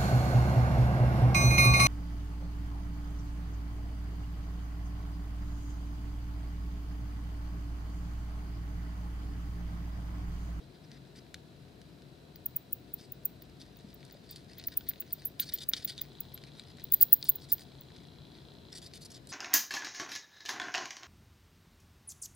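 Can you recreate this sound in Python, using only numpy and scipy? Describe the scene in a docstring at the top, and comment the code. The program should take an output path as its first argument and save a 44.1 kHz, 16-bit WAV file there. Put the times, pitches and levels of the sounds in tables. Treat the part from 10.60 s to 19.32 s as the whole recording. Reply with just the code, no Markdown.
"""Bat pups on a padded basket

Two pups, close to a small camera in a quiet room, give short falling chirps near 15 kHz.
Their claws scrape and snag in the fabric (noise grains and snaps through four cloth registers),
and the basket bumps softly. The room hums; a faint regular ticking, probably the lens drive,
rings the camera's housing."""
import sys
import numpy as np
from scipy import signal
from scipy.fft import rfft, irfft, next_fast_len
from scipy.io import wavfile
from scipy.ndimage import uniform_filter1d, map_coordinates

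SR = 44100
rng = np.random.default_rng(int(sys.argv[2]) if len(sys.argv) > 2 else 0)


def to_wav(sig):
    """Store sig (one row per channel, or 1-D mono) as 16-bit WAV at the path in sys.argv[1].

    Samples outside -1..1 are clipped; the rate is SR.
    """
    pcm = np.clip(np.atleast_2d(sig), -1, 1) * 32767
    pcm = np.round(pcm).astype(np.int16)
    wavfile.write(sys.argv[1], SR, pcm.T)  # frames by channels


N = 384552

# restless shuffling of the bodies: (time [s], level [dB])
SHUFFLE_LEVEL = [(0, -73), (1.4, -78), (2.6, -70.5), (3.8, -61), (5.5, -65), (6.7, -60), (7.6, -70),
                 (8.3, -66), (8.72, -74)]


def amp(db):
    """Decibels to gain."""
    return 10 ** (np.asarray(db) / 20)


def unit(x):
    """Scale to rms 1."""
    return x / np.sqrt(np.mean(x ** 2) + 1e-20)


def along(points, hz):
    """Interpolate (frequency [Hz], value) rows on a log axis."""
    knots_hz, values = np.transpose(points)
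    return np.interp(np.log(hz + 1), np.log(knots_hz + 1), values)


def curve(rows):
    """One value per sample from (time [s], value) rows."""
    return np.interp(np.arange(N) / SR, *np.transpose(rows))


def wobble(knots_per_s):
    """Smooth random curve."""
    knots = rng.standard_normal(int(N * knots_per_s / SR) + 4)
    return map_coordinates(knots, [np.arange(N) * knots_per_s / SR])


def filtered(x, response):
    """Apply the frequency response response(hz)."""
    size = next_fast_len(N + SR // 2)
    return irfft(rfft(x, size) * response(np.fft.rfftfreq(size, 1 / SR)), size)[..., :N]


def ring(x, spectrum, size=2048):
    """Minimum-phase colouring that keeps the power of white noise."""
    cepstrum = irfft(np.log(amp(along(spectrum, np.fft.rfftfreq(size, 1 / SR)))))
    cepstrum[1:size // 2] *= 2
    cepstrum[size // 2 + 1:] = 0
    impulse = irfft(np.exp(rfft(cepstrum)))
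    return signal.fftconvolve(x, impulse / np.linalg.norm(impulse))[:N]


def add(track, start_s, sound):
    """Mix a sound into a track in place."""
    part = track[max(round(start_s * SR), 0):][:len(sound)]
    part += sound[:len(part)]


def reflections(x, near_t60_s, near_db, far_t60_s, far_db, gap_s):
    """Quick stereo scatter off basket and camera, plus the room's faint tail."""
    t = np.arange(SR // 3) / SR
    decay = lambda t60_s: amp(-60 * t / t60_s) / np.linalg.norm(amp(-60 * t / t60_s))
    envelope = amp(near_db) * decay(near_t60_s) + amp(far_db) * decay(far_t60_s)
    noise = unit(rng.standard_normal(len(t)) + 0.65 * rng.standard_normal((2, len(t))))
    impulse = np.pad(envelope * noise, ((0, 0), (round(gap_s * SR), 0)))
    return signal.fftconvolve(x[None], impulse, axes=1)[:, :N]


def air(spectrum):
    """Stereo noise of rms 1, nearly mono in the bass."""
    # left-right likeness: (frequency [Hz], correlation [1])
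    coherence = [(60, 0.95), (125, 0.9), (250, 0.854), (500, 0.56), (1000, 0.091), (2000, 0.057),
                 (4000, 0.32), (8000, 0.48), (12000, 0.93)]

    def mid_side_gains(hz):
        angle = np.arccos(np.clip(along(coherence, hz), -1, 1)) / 2
        return amp(along(spectrum, hz)) * [np.cos(angle), np.sin(angle)]

    mid, side = filtered(rng.standard_normal((2, N)), mid_side_gains)
    return unit(np.array([mid + side, mid - side]))


def background(hum_hz=133, hum_half_width_hz=7):
    """Room rumble, a wavering narrow-band hum and camera hiss."""
    # room rumble: (frequency [Hz], relative density [dB])
    rumble_spectrum = [(20, -49.5), (31, -29), (41, -16.5), (56, -2), (70, -7.5), (88, 0), (108, -6.5),
                       (140, 2), (195, -5), (300, -6.5), (400, -8.5), (530, -15), (730, -13.5),
                       (800, -23.5), (950, -21), (1300, -33.5), (2000, -67)]
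    # camera hiss, thin whine near 4 kHz: (frequency [Hz], relative density [dB])
    hiss_spectrum = [(700, -33), (1200, 0), (1500, 2), (2100, -2), (2700, -1), (3550, -3.5), (3950, 3.5),
                     (4300, -1), (4900, -4.5), (5600, -7.5), (6500, -12), (8000, -11.5), (10000, -16),
                     (15500, -18), (16200, -38.5)]
    hum_band = lambda hz: 1 / (1 + ((hz - hum_hz) / hum_half_width_hz) ** 2)
    hum = unit(filtered(rng.standard_normal(N), hum_band))
    room_tone = amp(-54.5) * air(rumble_spectrum) + amp(-65) * hum
    hiss = amp(-66) * air(hiss_spectrum)
    return room_tone * amp([[2.1], [-2.5]]) + hiss * amp([[.4], [-.4]])


def lens_drive(step_hz=60, first_s=.019, weak_gain=.55, whirr_gain=.017, scatter=.22, cutoff_hz=5200):
    """Alternating strong and weak ticks ring the camera's housing, which damps the treble."""
    # drive loudness: (time [s], level [dB])
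    drive_level = [(0, -74), (2.5, -75), (5.2, -76.5), (5.5, -63.5), (7, -64.5), (8.1, -63), (8.3, -71),
                   (8.72, -76.5)]
    # housing resonances: (centre [Hz], width [Hz], gain [dB])
    modes = [(937, 220, -2.5), (1370, 120, -13), (3296, 90, -1.5), (3485, 100, 3.5), (3913, 110, 5.5),
             (4050, 130, 0.5), (3800, 570, -23)]

    def housing(hz):
        resonance = sum(amp(db) * 1j * hz * width / (centre ** 2 - hz ** 2 + 1j * hz * width)
                        for centre, width, db in modes)
        return resonance / (1 + (hz / cutoff_hz) ** 8)

    ticks = np.round(np.arange(first_s, N / SR - .001, 1 / step_hz) * SR).astype(int)
    strength = np.where(np.arange(len(ticks)) % 2, weak_gain, 1)
    drive = whirr_gain * rng.standard_normal(N)
    drive[ticks] += strength * (1 + scatter * rng.standard_normal(len(ticks)))
    return amp(curve(drive_level)) * unit(filtered(drive, housing))


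def basket_bumps(attack_s=.00029):
    """The padded basket answers each nudge with one damped note."""
    # nudges: (time [s], level [dB], pitch [Hz], t60 [s])
    nudges = [(3.246, -39, 198, 0.065), (3.55, -47.5, 584, 0.04), (4.798, -41.5, 246, .05),
              (5.136, -42.5, 270, 0.047), (6.526, -34, 358, 0.028)]
    out, t = np.zeros(N), np.arange(SR // 5) / SR
    for start_s, db, hz, t60_s in nudges:
        envelope = amp(db - 60 * t / t60_s) * (1 - np.exp(-t / attack_s))
        add(out, start_s, envelope * np.sin(2 * np.pi * hz * t))
    return out


def register_gains(db, bright_db, click=False):
    """Gains of the four cloth registers: bright contacts trade rasp for fizz, heavy ones ring hollow."""
    # rows rasp, hollow, scratch, fizz:
    # (scrape share [dB], click share [dB], brightness slope [dB/dB], force slope [dB/dB])
    shares = [(-11.5, -13.5, -0.98, -.26), (-6.5, -9.5, -0.8, .3), (-3, -7, 0.1, -0.03),
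              (-12, -17.5, .95, -0.08)]
    scrape_db, click_db, bright_slope, force_slope = np.transpose(shares)
    share_db, usual_db = (click_db, -33.5) if click else (scrape_db, -54)
    return amp(db + share_db + bright_slope * bright_db + force_slope * (db - usual_db))


def claw_scrapes(grain_db=2.5, catch_db=2, edge_s=.0049, sway_db=4, jitter_db=4):
    """Fibres slip past a claw in uneven grains, over faint shuffling; returns four register drives."""
    # claws dragged over cloth: (time [s], length [s], level [dB], brightness [dB])
    strokes = [(0.239, 0.014, -58, -4), (.305, .08, -66, -6), (0.556, 0.039, -58, -1.5),
               (2.38, 0.078, -57, -0.5), (2.998, 0.032, -56, 0.5), (3.692, 0.049, -56, 3.5),
               (3.758, 0.012, -50.5, 4.5), (3.89, .05, -62, -4), (3.97, 0.039, -59, -5),
               (4.117, .027, -56.5, -4), (4.264, 0.047, -55.5, -1.5), (4.793, 0.051, -44.5, 1),
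               (4.856, 0.03, -51, 2.5), (4.888, 0.011, -39.5, 0.5), (4.922, 0.038, -50, 0),
               (4.984, 0.01, -44.5, 3), (5.005, 0.034, -43.5, 4), (5.129, 0.11, -52, 0.5),
               (5.163, 0.021, -40.5, -0.5), (5.275, 0.035, -39.5, 2), (5.302, 0.036, -51, 0),
               (5.379, 0.021, -51.5, -4.5), (5.411, .0093, -44.5, 0), (5.865, .03, -60, -5),
               (6.649, .048, -48, 5), (6.811, 0.045, -59, 5), (6.889, 0.039, -54, 6.5),
               (6.996, 0.043, -59.5, 7), (8.121, 0.019, -51.5, 3.5), (8.15, 0.04, -47, 6),
               (8.215, 0.064, -51, 4.5), (8.336, 0.043, -50, 3.5), (8.409, 0.031, -52.5, 6.5),
               (8.449, .017, -49, 8), (8.503, .026, -51.5, 7), (8.536, 0.044, -54.5, 4.5),
               (8.689, 0.031, -52, 9)]
    shuffle = amp(curve(SHUFFLE_LEVEL) + sway_db * wobble(20) + jitter_db * wobble(260))
    shuffle_shares_db = (-15, -11, -9, -19)
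    power = np.outer(amp(shuffle_shares_db), shuffle) ** 2
    for start_s, length_s, db, bright_db in strokes:
        t = np.arange(-2 * edge_s, length_s + 4 * edge_s, 1 / SR)
        envelope = (1 + np.tanh(2 * t / edge_s)) * (1 - np.tanh((t - length_s) / edge_s)) / 4
        for track, gain in zip(power, register_gains(db, bright_db)):
            add(track, start_s - 2 * edge_s, (gain * envelope) ** 2)
    grip = unit(amp(grain_db * wobble(1100) + catch_db * wobble(250)))
    return np.sqrt(power) * grip * rng.standard_normal(power.shape)


def snags(rate_per_s=11, over_shuffle_db=18, spread_db=1, bright_spread_db=7.5):
    """Faint random clicks that follow the shuffling: (time [s], level [dB], brightness [dB])."""
    draws = rng.random((round(rate_per_s * N / SR), 3))
    times_s = draws[:, 0] * N / SR
    size, colour = 2 * draws[:, 1:].T - 1
    db = np.interp(times_s, *np.transpose(SHUFFLE_LEVEL)) + over_shuffle_db + spread_db * size
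    return list(zip(times_s, db, bright_spread_db * colour))


def claw_clicks(snap_db=6, crackle_db=-4, crackle_t60_s=.0066, settle_db=-21, settle_t60_s=.043,
                release_s=.0008):
    """A claw lets go: a snap, a brief crackle, the cloth settling; returns four register drives."""
    # sharp clicks of claws and mouths: (time [s], level [dB], brightness [dB])
    sharp_clicks = [(.3152, -36.5, 0), (.7422, -23, 0.5), (1.2151, -40, 1), (1.4202, -46.5, 2),
                    (1.7569, -43, 1), (2.8194, -43.5, 2), (3.4501, -47, 15), (3.7594, -34.5, 6),
                    (3.9968, -34.5, 2), (4.0382, -33, 1), (4.0831, -35, -3.5), (4.2073, -40, -10.5),
                    (4.3345, -36.5, -0.5), (4.4223, -45.5, -14.5), (4.7965, -23, -8), (4.9217, -38, -4),
                    (4.9756, -33, 4), (5.1342, -12, -3.5), (5.1414, -26, -5), (5.2485, -36, -5.5),
                    (5.3782, -32, 2), (5.7758, -35.5, -2), (5.8371, -35.5, -0.5), (6.1963, -37.5, -3),
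                    (6.334, -32, 6), (6.4203, -24, 10), (6.5246, -28, 2), (6.6263, -26, 1),
                    (6.9192, -30, 5), (6.9805, -37, 0), (6.9935, -35, 3), (8.3355, -34, 0),
                    (8.6712, -37, 9)]
    drives, t = np.zeros((4, N)), np.arange(SR // 16) / SR
    tail = amp(crackle_db - 60 * t / crackle_t60_s) + amp(settle_db - 60 * t / settle_t60_s)
    for start_s, db, bright_db in list(sharp_clicks) + snags():
        click = amp(snap_db) * (t == 0) + tail * rng.standard_normal(len(t))
        for track, gain in zip(drives, register_gains(db, bright_db, click=True)):
            add(track, start_s + release_s, gain * click)
    return drives


def cloth(spot_db=3):
    """Scrapes and clicks ring four registers; each spot of cloth lends a scrape passing resonances."""
    # registers of claw on cloth, low to high: (frequency [Hz], relative density [dB])
    rasp = [(300, -21.5), (1120, -21.5), (1450, -2), (1850, 3), (2200, 1.5), (2500, -0.5), (3000, -6.5),
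            (4500, -52)]
    hollow = [(2100, -40), (2600, -42), (2900, -8.5), (3350, -2.5), (3700, 2.5), (4200, -7), (5500, -53.5)]
    scratch = [(2500, -36.5), (3400, -26), (3950, -2.5), (4400, 3), (4950, 3.5), (5600, -5), (6200, -7.5),
               (7000, -13.5), (11000, -41.5)]
    fizz = [(4500, -33.5), (6800, 0), (8200, 3), (9800, 0.5), (11200, -3.5), (13000, -11.5), (15200, -11.5),
            (16500, -23)]

    def ring_registers(drives):
        return sum(map(ring, drives, (rasp, hollow, scratch, fizz)))

    scrape_stft = signal.stft(ring_registers(claw_scrapes()), nperseg=256)[2]
    spots = uniform_filter1d(rng.standard_normal(scrape_stft.shape), size=3, axis=0)  # over frequency
    spots = unit(uniform_filter1d(spots, size=14, axis=1))  # over time
    scrapes = signal.istft(scrape_stft * unit(amp(spot_db * spots)), nperseg=256)[1][:N]
    return scrapes + ring_registers(claw_clicks())


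def microphone_ports(claws, lag_s=22e-6):
    """The scratching reaches the left port just after the right, with a different colour."""
    # channel balance: (frequency [Hz], left minus right [dB])
    balance = [(1500, 6.5), (4500, 1), (6000, 3), (8000, -2.5), (12000, -4.5)]
    halves = np.array([[.5], [-.5]])
    response = lambda hz: amp(along(balance, hz) * halves) * np.exp(-2j * np.pi * hz * lag_s * halves)
    return filtered(claws, response)


def mouth_ticks(calls, ahead_s=.02, relative_db=-36, t60_s=.0033):
    """The mouth opens with a tiny bright tick shortly before each call."""
    # tick colour: (frequency [Hz], relative density [dB])
    spectrum = [(5000, -35), (9000, -7), (14000, -1), (16500, -11)]
    out, t = np.zeros(N), np.arange(SR // 200) / SR
    for peak_s, db, *_ in calls:
        add(out, peak_s - ahead_s, amp(db + relative_db - 60 * t / t60_s) * rng.standard_normal(len(t)))
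    return ring(out, spectrum)


def pup_calls(top_hz=15680, glide_to_hz=11460, glide_s=.022, flutter_db=2.5):
    """After a mouth tick a whistle swells, slides down and stops; long loud ones end in a plunge."""
    # one whistle each: (peak time [s], level [dB], length after peak [s], pitch at peak [Hz])
    calls = [ (1.761, -47, .002, 15200), (1.8623, -24.5, 0.0049, 14800), (1.9653, -23.5, 0.0053, 15200),
             (2.1314, -22, 0.0026, 15500), (2.341, -27.5, 0.0043, 14800), (2.5233, -33.5, .0025, 15500),
             (2.656, -21, .006, 14700), (2.824, -44.5, 0.0018, 15100), (3.1711, -52, .002, 15400),
             (3.3454, -44, .002, 15350), (3.527, -48, .002, 15500), (3.7119, -42, .007, 15250),
             (3.9849, -41, .002, 15300), (4.073, -27.5, 0.011, 15340), (4.1749, -20, .005, 15200),
             (4.291, -25, 0.016, 15400), (4.406, -28.5, 0.012, 15600), (4.53, -26.5, 0.013, 15200),
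             (4.6553, -25, 0.0095, 15200), (4.668, -38, 0.03, 13000), (4.801, -26, 0.024, 15600),
             (4.94, -25.5, .022, 15250), (5.091, -22, 0.015, 15600), (5.2498, -23, 0.0078, 15500),
             (5.4177, -28, .002, 15500), (5.6074, -27, .002, 15450), (5.7431, -40.5, 0.018, 13200),
             (6.243, -33, 0.0018, 15300), (6.324, -18, .002, 15660), (6.3401, -14, .0087, 14900),
             (6.413, -15, 0.005, 15500), (6.4285, -7, .0075, 15270), (6.5295, -11, 0.019, 15720),
             (6.6441, -35, .002, 15500), (6.6933, -14, .013, 15600), (6.7589, -30.5, .0037, 15300),
             (6.9245, -17.5, .019, 15750), (7.2118, -41, .002, 15500)]
    lead_s, rise_s, rise_db, stop_s = .008, .002, 9, .00089
    plunge_hz, plunge_s, plunge_loss_db = 2900, .0017, 19.5
    out, flutter = np.zeros(N), wobble(800)
    for peak_s, db, length_s, peak_hz in calls:
        t = np.arange(-lead_s, length_s + lead_s / 2, 1 / SR)
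        to_peak, past_peak, past_end = np.maximum(-t, 0), np.maximum(t, 0), np.maximum(t - length_s, 0)
        loud_and_long = db > -16.5 and length_s > .007
        plunge = loud_and_long * np.exp(np.minimum((t - length_s) / plunge_s, .5))
        onset_hz = (top_hz - peak_hz) * np.tanh(to_peak / rise_s)
        glide_hz = (peak_hz - glide_to_hz) * (1 - np.exp(-past_peak / glide_s))
        hz = peak_hz + onset_hz - glide_hz - plunge_hz * plunge
        # long calls fade further, loud ones hold on
        fade_db = 19 * (length_s / .01) ** .56 * (.65 if db > -18.5 else 1)
        level_db = db - rise_db * (to_peak / rise_s) ** 1.05
        level_db -= fade_db * (past_peak / length_s) ** 1.25
        level_db -= 9 * (past_end / stop_s) ** 2 + plunge_loss_db * plunge
        level_db += flutter_db * flutter[round(peak_s * SR):][:len(t)]
        add(out, peak_s - lead_s, 2 ** .5 * amp(level_db) * np.sin(2 * np.pi * np.cumsum(hz) / SR))
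    return out + mouth_ticks(calls)


def scene():
    """Calls and claws close by, in a quiet room; stereo."""
    calls, claws = pup_calls(), cloth()
    calls = calls + reflections(calls, near_t60_s=.0293, near_db=-22.5,
                                far_t60_s=.21, far_db=-24, gap_s=.0026)
    claws = claws + reflections(claws, near_t60_s=.023, near_db=-17,
                                far_t60_s=.3, far_db=-18.5, gap_s=.002)
    basket_and_lens = (basket_bumps() + lens_drive()) * amp([[1], [-1]])
    return calls * amp([[-.7], [.7]]) + microphone_ports(claws) + basket_and_lens + background()


def record(dry):
    """The camera's steep band limit."""
    cutoff_hz = 16800
    return filtered(dry, lambda hz: 1 / (1 + (hz / cutoff_hz) ** 160))


dry = scene()
out = record(dry)
to_wav(out)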